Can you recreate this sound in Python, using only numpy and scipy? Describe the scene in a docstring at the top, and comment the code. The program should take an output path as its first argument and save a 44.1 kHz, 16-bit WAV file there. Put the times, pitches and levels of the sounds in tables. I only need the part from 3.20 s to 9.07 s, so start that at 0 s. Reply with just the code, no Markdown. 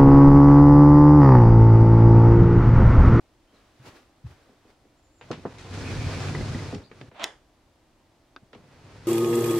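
"""A wooden shed roof rolls back on its wheels, heard from inside: bumps in the rails make the timber
rumble, and crushed grit grinds and hisses. First a sleeve brushes past and a hand knocks the roof loose.
As it rolls, a wheel rasps and chirps. It stops, a steel latch scrapes and snaps over, a light fitting
is tapped, and the roof creeps on. Small birds call faintly in the air outside."""
import sys
import numpy as np
from scipy import signal
from scipy.fft import rfft, irfft, next_fast_len
from scipy.io import wavfile
from scipy.ndimage import uniform_filter1d

SR = 44100
rng = np.random.default_rng(int(sys.argv[2]) if len(sys.argv) > 2 else 0)


def int16_out(signal):
    """Quantize to a 16-bit WAV file."""
    q = np.round(np.clip(np.atleast_2d(signal).T, -1, 1) * 32767)
    wavfile.write(sys.argv[1], SR, q.astype(np.int16))


N = 258867
TIME = np.arange(N) / SR

# Stereo image. Each row: frequency in Hz, left-right correlation.
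LIKENESS = [(100, 0.96), (250, 0.94), (500, 0.87), (1000, 0.79), (2000, 0.54), (4000, 0.49), (8000, 0.061),
            (14000, 0.042)]
# Tone colours. Each row: frequency in Hz, relative level per hertz in dB.
AIR = [(12, -31), (20, -3.5), (113, -6), (182, -13.5), (328, -5.5), (410, -15.5), (642, -12.5),
       (1530, -22.5), (1810, -22.5), (2670, -25.5), (2990, -25.5), (3950, -27), (4300, -27), (8890, -34),
       (16000, -44.5)]   # outdoor bed
WALLS = [(100, -4), (400, 0), (1200, 1.5), (3500, -2), (7000, -13.5), (10000, 2), (14000, -8)]   # reflections off the planks
CLOTH = [(150, -23), (250, -2), (450, -6.5), (1010, -9), (1350, -9.5), (2280, -13.5), (4820, -19),
         (16000, -37)]   # sleeve fibres
DRAG = [(200, -11.5), (480, -12), (660, 1), (800, -2.5), (1100, -6.5), (1700, -11), (3400, -12),
        (4200, -20.5), (5000, -29), (8000, -36), (14000, -67)]   # latch scraping its keeper
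PLATE = [(300, 0), (740, 1), (1150, -3), (1800, 0), (2600, -12), (3050, -6), (3480, -2), (3800, -19),
         (4400, -17), (4900, -9.5), (5500, -13), (5900, -20), (6780, -11), (7700, -24), (8500, -17),
         (9400, -32), (10200, -24), (11300, -44), (15000, -46)]   # dense modes of the catch plate and mount
BOARDS = [(60, 5), (150, 12), (300, 4.5), (600, -4.5), (1200, -5), (2600, -5.5), (5000, -10.5),
          (10000, -10.5), (16000, -32)]   # dense modes of struck boards
RUMBLE = [(25, -19), (48, -2), (75, -6), (100, 2), (145, 2), (190, -10.5), (240, -8), (320, -23.5),
          (450, -25)]   # low end of the roll
GRIND = [(170, -10), (280, 1), (410, -0.5), (500, -4), (680, -2.5), (1000, -5.5), (1500, -7), (2000, -11.5),
         (2550, -12), (3050, -13.5), (4500, -22.5)]   # midrange of crushed grit
GRIT = [(1700, 1.5), (2700, -8), (3500, -1.5), (4500, 0), (5700, -3), (7300, -7.5), (9500, -14.5),
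        (10400, -22.5), (11500, -26), (14000, -48)]   # its hiss on top

# Bird notes. Each row: start, length and glide time in seconds, first and last pitch in Hz,
# relative level in dB.
BIRD_NOTES = [(0.263, 0.034, 0.037, 3100, 3250, -74), (0.328, 0.042, 0.043, 4330, 3810, -69.5),
              (1.767, 0.038, .05, 7400, 7200, -70), (1.822, 0.066, 0.079, 7330, 6700, -65.5),
              (1.908, 0.074, 0.052, 7380, 7320, -68), (1.96, 0.071, 0.059, 7430, 6780, -64),
              (3.624, 0.045, 0.02, 3480, 4600, -58)]
# Sleeve strokes. Each row: fastest moment in seconds, level in dB, rise and fall in seconds.
STROKES = [(0.35, -62, 0.045, 0.4), (0.661, -54.5, 0.0055, .02), (0.68, -47.5, 0.032, 0.028),
           (0.764, -53.5, 0.026, 0.049), (1.07, -57.5, 0.014, .03), (1.11, -58.5, 0.02, 0.056),
           (1.21, -65, 0.035, 0.26), (1.504, -61, 0.032, 0.017)]

# Hard hits. Each row: start in seconds, relative peak in dB.
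FITTING_TAPS = [(5.1630, -30), (5.1638, -43), (5.1675, -53)]
LATCH_SNAPS = [(3.996, -39), (4.023, -35), (4.035, -26), (4.041, -5.5), (4.0414, -15.5), (4.043, -14.5),
               (4.046, -26)]
# Ring of the small parts. Each row: pitch in Hz, relative level in dB, t60 in seconds.
FITTING_MODES = [(300, 2, 0.052), (640, -23, .018), (1090, -1, 0.0047), (1440, 21.5, 0.004),
                 (1620, 7, 0.031), (2470, 4.5, 0.0045), (3640, 4.5, 0.011), (4650, 9, 0.0047),
                 (6260, -7, 0.0054)]
LATCH_MODES = [(355, -12.5, 0.07), (540, -29, 0.056), (774, -19, .04), (1190, -0.5, 0.015),
               (1960, 7.5, 0.01), (2600, -3.5, 0.023), (2900, 4.5, 0.0042), (3260, 15.5, 0.0055),
               (3900, 17, 0.0043), (5550, 12, 0.0045), (6750, 10.5, 0.0056), (8440, -3, 0.0086),
               (10000, -11, 0.0075), (12100, -22, 0.0055), (15100, -20, 0.00405)]
PLATE_MODES = [(1120, -48, 0.18), (1782, -52, 0.15), (3025, -53, 0.21), (3445, -48.5, 0.2),
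               (3530, -51, 0.2), (5450, -54, 0.21)]

# Blows on the timber; the row at 3.915 s is the latch's first light contact. Each row: start in seconds, attack
# level in dB, low cut and high cut in Hz, t60 in seconds.
KNOCKS = [(0.327, -60.5, 219, 378, 0.31), (0.591, -50.5, 69.6, 128, 0.56), (0.661, -51.5, 60.4, 131, 0.22),
          (1.039, -37.5, 69.4, 90.5, 0.29), (1.29, -56.5, 227, 605, 0.37), (1.448, -58, 250, 600, 0.48),
          (1.65, -60, 213, 696, 0.19), (2.012, -47, 430, 3320, 0.16), (2.1055, -29.5, 205, 716, 0.13),
          (2.114, -37, 420, 5060, 0.076), (2.129, -40.5, 400, 4200, 0.22), (2.2522, -29, 215, 1120, 0.15),
          (2.384, -49.5, 1430, 6800, 0.43), (2.539, -46, 1200, 6600, 0.31), (3.149, -36, 297, 1800, 0.08),
          (3.525, -32, 198, 690, 0.33), (3.547, -45, 250, 5840, 0.042), (3.551, -40, 150, 330, 0.14),
          (3.7141, -46.5, 190, 2660, 0.07), (3.8134, -45, 190, 3850, 0.032), (3.818, -52, 110, 344, 0.59),
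          (3.915, -53.5, 247, 2600, 0.54), (5.222, -54, 135, 171, 0.054), (5.331, -47.5, 282, 3820, 0.14),
          (5.349, -56, 507, 4400, .06), (5.35, -48, 101, 1190, 0.46)]
# Ring of the frame. Each row: pitch in Hz, relative level in dB, share of the blow's t60.
TIMBER_MODES = [(95.6, -11.5, 0.87), (122.5, 3.5, 0.47), (181, -6, 0.59), (234, -0.5, 0.27),
                (281, -6, 0.58), (409.6, -8.5, 0.74), (492, -2.5, 0.36), (670, -4.5, 0.099),
                (986, 3.5, 0.044), (1580, -26, 0.1)]
# Axle chirps. Each row: start in seconds, level in dB, pitch in Hz, t60 in seconds.
CHIRPS = [(3.151, -25.5, 1980, 0.026), (3.210, -36, 2060, 0.061), (3.346, -32.5, 1940, 0.038),
          (3.39, -40, 2030, 0.055), (3.547, -49, 2520, 0.02), (3.547, -56, 5470, 0.19)]
# Wheel rubs. Each row: centre in seconds, level in dB.
RUBS = [(2.56, -52), (2.685, -42.5), (2.835, -43), (2.95, -46), (3.08, -46)]

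# Resonances of the moving roof. Each row: centre in Hz, width in Hz, relative level in dB.
RASP_BANDS = [(420, 44, -1), (504, 42, 3), (2310, 100, 4), (2440, 150, 5), (2680, 260, -14)]   # a rubbed side plate
WHEEL_BANDS = [(418, 33, -1.5), (493, 32, 9), (915, 54, -3), (1965, 120, -1.5), (2280, 61, -5),
               (2520, 120, -1)]
RAIL_BANDS = [(7300, 180, -2), (8850, 200, 3), (10230, 170, 1)]
ROOF_BANDS = [(96.7, 9.6, 1.5), (123.6, 37, -7.5), (248.5, 26, -11)]
# Speed curves of the four pushes. Each row: time in seconds, speed in dB (see FULL_SPEED_DB).
LOOSENING = [(2.03, -68.5), (2.12, -64), (2.22, -64), (2.33, -63)]
OPENING = [(2.34, -62.5), (2.392, -61.5), (2.5, -57.5), (2.55, -52), (2.916, -48.5), (3.4, -51.5),
           (3.5, -54.5), (3.569, -57.5), (3.62, -68)]
NUDGE = [(3.625, -65.5), (3.69, -76), (3.755, -67), (3.81, -65), (3.89, -69.5)]
CREEPING = [(5.37, -72), (5.416, -73), (5.87, -61)]
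FULL_SPEED_DB = -49.5
# Lurches over uneven spots. Each row: centre in seconds, lift of the frame's boom in dB,
# lift of the boards' drone in dB.
LURCHES = [(2.189, 4, 13), (2.46, 0, -1), (2.525, 6, -1.5), (2.595, 0, 1), (2.725, 2.5, 2.5),
           (2.79, 5.5, -3.5), (2.868, 7.5, 1), (2.93, -2.5, -7), (3.09, 5, 5.5), (3.135, -5, 6),
           (3.17, 0, 7), (3.208, 2.5, 8), (3.245, 4.5, 0.5), (3.3, 6, 2), (3.36, 4, 10), (3.43, 2, 4),
           (3.49, 4, -9), (3.585, 10, 5), (3.83, -5, 14), (3.89, 13, 1), (5.66, 6.5, 7.5), (5.77, 4, 1)]


def from_db(db):
    """Decibels to gain."""
    return 10 ** (np.asarray(db) / 20)


def rms_one(x):
    """Scale to unit rms."""
    return x / np.sqrt(np.mean(x ** 2) + 1e-20)


def steady(x):
    """Ride the gain to hold the rms near 1."""
    return x / np.sqrt(uniform_filter1d(np.mean(x ** 2, axis=0), size=SR // 25) + 1e-9)


def fader(rows):
    """Gain curve through rows of (seconds, dB), fading to silence outside them."""
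    s, db = np.transpose(rows)
    return from_db(np.interp(TIME, np.r_[s[0] - .04, s, s[-1] + .04], np.r_[-140, db, -140]))


def swell(s, rise_s, fall_s):
    """An envelope that grows exponentially to 1 at a moment, then dies away."""
    return np.exp(np.where(TIME < s, (TIME - s) / rise_s, (s - TIME) / fall_s))


def bell(s, width_s):
    """A smooth hump of height 1 around a moment."""
    return np.exp(-((TIME - s) / width_s) ** 2)


def drift(rate_hz):
    """A smooth random wobble with rms near 1."""
    hop, settle = 40, 2000
    pole = np.exp(-2 * np.pi * hop * rate_hz / SR)
    white = rng.standard_normal(N // hop + settle + 2)
    slow = signal.lfilter([1], [1, -2 * pole, pole * pole], white)[settle:]
    return np.interp(np.arange(N) / hop, np.arange(len(slow)), rms_one(slow))


def at_hz(points, hz):
    """Read a table on a log-frequency axis."""
    f, value = np.transpose(points)
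    return np.interp(np.log(hz + 1), np.log(f), value)


def cut(x, hz, kind, order=2):
    """Butterworth low- or high-pass."""
    return signal.sosfilt(signal.butter(order, hz, kind, fs=SR, output="sos"), x)


def spread(pair, colour):
    """Colour two unrelated signals and mix them as mid and side, narrowest in the bass; rms 1."""
    size = next_fast_len(pair.shape[1])
    hz = np.arange(size // 2 + 1) * SR / size
    mid, side = rfft(pair, size)
    alike = at_hz(LIKENESS, hz)
    roll_off = np.minimum(hz / colour[0][0], 1) ** 2 / np.maximum(hz / colour[-1][0], 1) ** 2
    gain = from_db(at_hz(colour, hz)) * roll_off
    stereo = np.sqrt(1 + alike) * mid + np.sqrt(1 - alike) * side * [[1], [-1]]
    return rms_one(irfft(stereo * gain, size)[:, :pair.shape[1]])


def noise(colour, size=N):
    """Smooth stereo noise of a given colour."""
    return spread(rng.standard_normal((2, size)), colour)


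def grains(per_s, size_db):
    """Two streams of tiny random contacts of uneven size."""
    sizes = from_db(size_db * np.minimum(rng.exponential(1, (2, N)), 4))
    signs = rng.choice([-1, 1], (2, N))
    return sizes * signs * (rng.random((2, N)) < per_s / SR)


def ring(modes, t, stretch=1):
    """Decaying sines of a struck body; neighbouring modes swing in opposite directions."""
    return sum((-1) ** k * from_db(db - 60 * t / (t60 * stretch)) * np.sin(2 * np.pi * hz * t)
               for k, (hz, db, t60) in enumerate(modes))


def resonate(x, hz, width):
    """One resonance with unit gain at its peak."""
    r = np.exp(-np.pi * width / SR)
    feedback = [1, -2 * r * np.cos(2 * np.pi * hz / SR), r * r]
    return signal.lfilter(np.array([1, 0, -1]) * (1 - r * r) / 2, feedback, x)


def shaken(x, bands):
    """A body's resonances driven by a stream of contacts; rms 1."""
    return rms_one(sum(from_db(db) * rms_one(resonate(x, hz, width)) for hz, width, db in bands))


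def add(out, s, sound):
    """Mix a sound in at a time."""
    start = int(s * SR)
    out[:, start:start + sound.shape[-1]] += sound[..., :N - start]


def clacks(hits, modes):
    """Hard contacts ring a small part."""
    out, body = np.zeros((2, N)), ring(modes, TIME[:SR // 4])
    for s, db in hits:
        add(out, s, from_db(db) * body / np.abs(body).max())
    return out


def shed(x, wet_db, t60):
    """Close plank walls answer within milliseconds and die quickly, differently on each side."""
    t = TIME[:SR // 2]
    tail = noise(WALLS, size=len(t)) * from_db(-60 * t / t60) * (t > .002)
    tail = rms_one(tail) / np.sqrt(len(t))
    return x + from_db(wet_db) * signal.fftconvolve(x, tail, axes=1)[:, :N]


def outdoor_air(level_db=-62):
    """A soft, dark, even bed of noise."""
    return from_db(level_db) * noise(AIR)


def birds(waver=0.02, garden_db=-8.0):
    """Thin, wavering whistles glide under an arch of loudness and scatter off the walls."""
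    out = np.zeros((2, N))
    for s, length, glide_s, start_hz, end_hz, db in BIRD_NOTES:
        along = np.clip((TIME - s) / length, 0, 1)
        arch = np.sqrt(4 * along * (1 - along))
        pitch = np.interp(TIME, [s, s + glide_s], [start_hz, end_hz]) * (1 + waver * drift(rate_hz=103))
        out += from_db(db) * arch * np.sin(2 * np.pi * np.cumsum(pitch) / SR)
    return from_db(garden_db) * shed(out, wet_db=11.5, t60=0.17)


def sleeve():
    """Knitted fibres catch and slip by the thousand."""
    strokes = sum(from_db(db) * swell(s, rise_s, fall_s) for s, db, rise_s, fall_s in STROKES)
    return strokes * spread(grains(per_s=18000, size_db=1.0), CLOTH)


def light_fitting():
    """A tapped fitting gives a short, dry tick with a softened top."""
    tick = cut(clacks(FITTING_TAPS, FITTING_MODES), hz=5830, kind="low", order=3)
    return shed(tick, wet_db=-10.5, t60=0.051)


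def latch(drag_start_s=3.945, bite_s=3.996, plate_t60=0.292, pan_db=0.8):
    """The latch drags over its keeper, bites ever harder and snaps home; its catch plate rings on."""
    home_s = LATCH_SNAPS[-1][0]
    pressure = from_db(-30.5) * swell(home_s, rise_s=0.054, fall_s=0.0048) * (TIME > drag_start_s)
    pressure *= from_db(-6.5 * (TIME < bite_s))   # a lighter touch before the bite
    scrape = pressure * spread(grains(per_s=5000, size_db=2.0), DRAG)
    steel = scrape + clacks(LATCH_SNAPS, LATCH_MODES)
    t = TIME[:SR // 2]
    shimmer = from_db(-37.5 - 60 * t / plate_t60) * noise(PLATE, size=len(t))
    add(steel, home_s, shimmer + ring(PLATE_MODES, t))
    steel = cut(steel, hz=229, kind="high")   # so small a part radiates no bass
    return shed(steel * from_db([[-pan_db], [pan_db]]), wet_db=-20.0, t60=0.24)


def knocks(boards_db=-0.5, crack_db=-6.0, crack_s=0.0011):
    """Each blow rings frame and boards; a soft contact takes off the top, a stiff spot the bottom."""
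    out, t = np.zeros((2, N)), TIME[:SR // 2]
    for s, db, low_cut_hz, high_cut_hz, t60 in KNOCKS:
        envelope = from_db(-60 * t / t60) + from_db(crack_db) * np.exp(-t / crack_s)
        boards = envelope * noise(BOARDS, size=len(t))
        blow = ring(TIMBER_MODES, t, stretch=t60) + from_db(boards_db) * boards
        blow = cut(blow, low_cut_hz, "high", order=3)
        blow = cut(blow, high_cut_hz, "low", order=3)
        attack_rms = blow[:, :SR // 50].std()
        add(out, s, from_db(db) * blow / attack_rms)
    return out


def wheel_chirps():
    """A wheel sticks and slips on its axle in brief, bright rings."""
    out = np.zeros((2, N))
    for s, db, hz, t60 in CHIRPS:
        add(out, s, ring([(hz, db, t60)], TIME[:SR // 4]))
    return shed(out, wet_db=-18, t60=0.37)


def wheel_rasp():
    """While the roof is pushed hardest, a wheel rubs its side plate once a turn."""
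    pressure = sum(from_db(db) * bell(s, width_s=0.046) for s, db in RUBS)
    friction = spread(grains(per_s=1500, size_db=-0.5), WALLS)
    return pressure * shaken(friction, RASP_BANDS)


def timber_rumble(speed, split_hz=155, drone_db=-4.0):
    """Bumps in the rails shake the roof: the frame booms below, the boards drone above."""
    frame_lurch, board_lurch = from_db(sum(np.outer(lifts_db, bell(s, width_s=0.018))
                                           for s, *lifts_db in LURCHES))
    # A wheel's contact patch rounds each bump.
    bumps = cut(grains(per_s=900, size_db=2.5)[0], hz=510, kind="low")
    body = shaken(bumps, ROOF_BANDS) + spread(grains(per_s=2000, size_db=2.0), RUMBLE)
    # The roof's weight keeps the rumble even between lurches.
    boom = frame_lurch * steady(cut(body, split_hz, "low", order=5))
    drone = board_lurch * steady(cut(body, split_hz, "high", order=5))
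    return from_db(-33.5) * speed ** 1.295 * (boom + from_db(drone_db) * drone)


def rail_grit(speed, wheels_db=-12.5, pan_db=0.3):
    """Grit crushed under the wheels grinds, hisses and rings the wheels and steel rails."""
    crushed = grains(per_s=3000, size_db=2.5)
    grind = spread(crushed, GRIND) + from_db(wheels_db) * shaken(spread(crushed, WALLS), WHEEL_BANDS)
    hiss = spread(grains(per_s=14000, size_db=-3.0), GRIT)
    hiss = rms_one(shed(hiss, wet_db=-15.5, t60=0.13)) * from_db([[-pan_db], [pan_db]])
    load = from_db(1.5 * drift(rate_hz=7.3))   # the weight on the wheels wavers
    return (from_db(-40.5) * speed ** 0.99 * load * grind
            + from_db(-45.0) * speed ** 1.14 * np.sqrt(load) * hiss
            + from_db(-69.5) * speed ** 0.95 * shaken(crushed, RAIL_BANDS))


def rolling_roof():
    """Four pushes move the roof; rumble and grit both swell with its speed."""
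    speed = sum(fader(push) for push in (LOOSENING, OPENING, NUDGE, CREEPING)) / from_db(FULL_SPEED_DB)
    return timber_rumble(speed) + rail_grit(speed)


def scene():
    """The full mix, heard from under the roof's edge."""
    roof = rolling_roof() + wheel_rasp() + knocks() + wheel_chirps()
    fitting = light_fitting()
    return roof + latch() + fitting + sleeve() + birds() + outdoor_air()


def record(dry, ceiling=0.24, cutoff_hz=15800):
    """Soft clipping rounds the sharpest peak, and a steep low-pass trims the top."""
    rounded = dry / (1 + (dry / ceiling) ** 4) ** .25
    return signal.sosfilt(signal.ellip(10, .2, 80, cutoff_hz, fs=SR, output="sos"), rounded)


dry = scene()
out = record(dry)
int16_out(out)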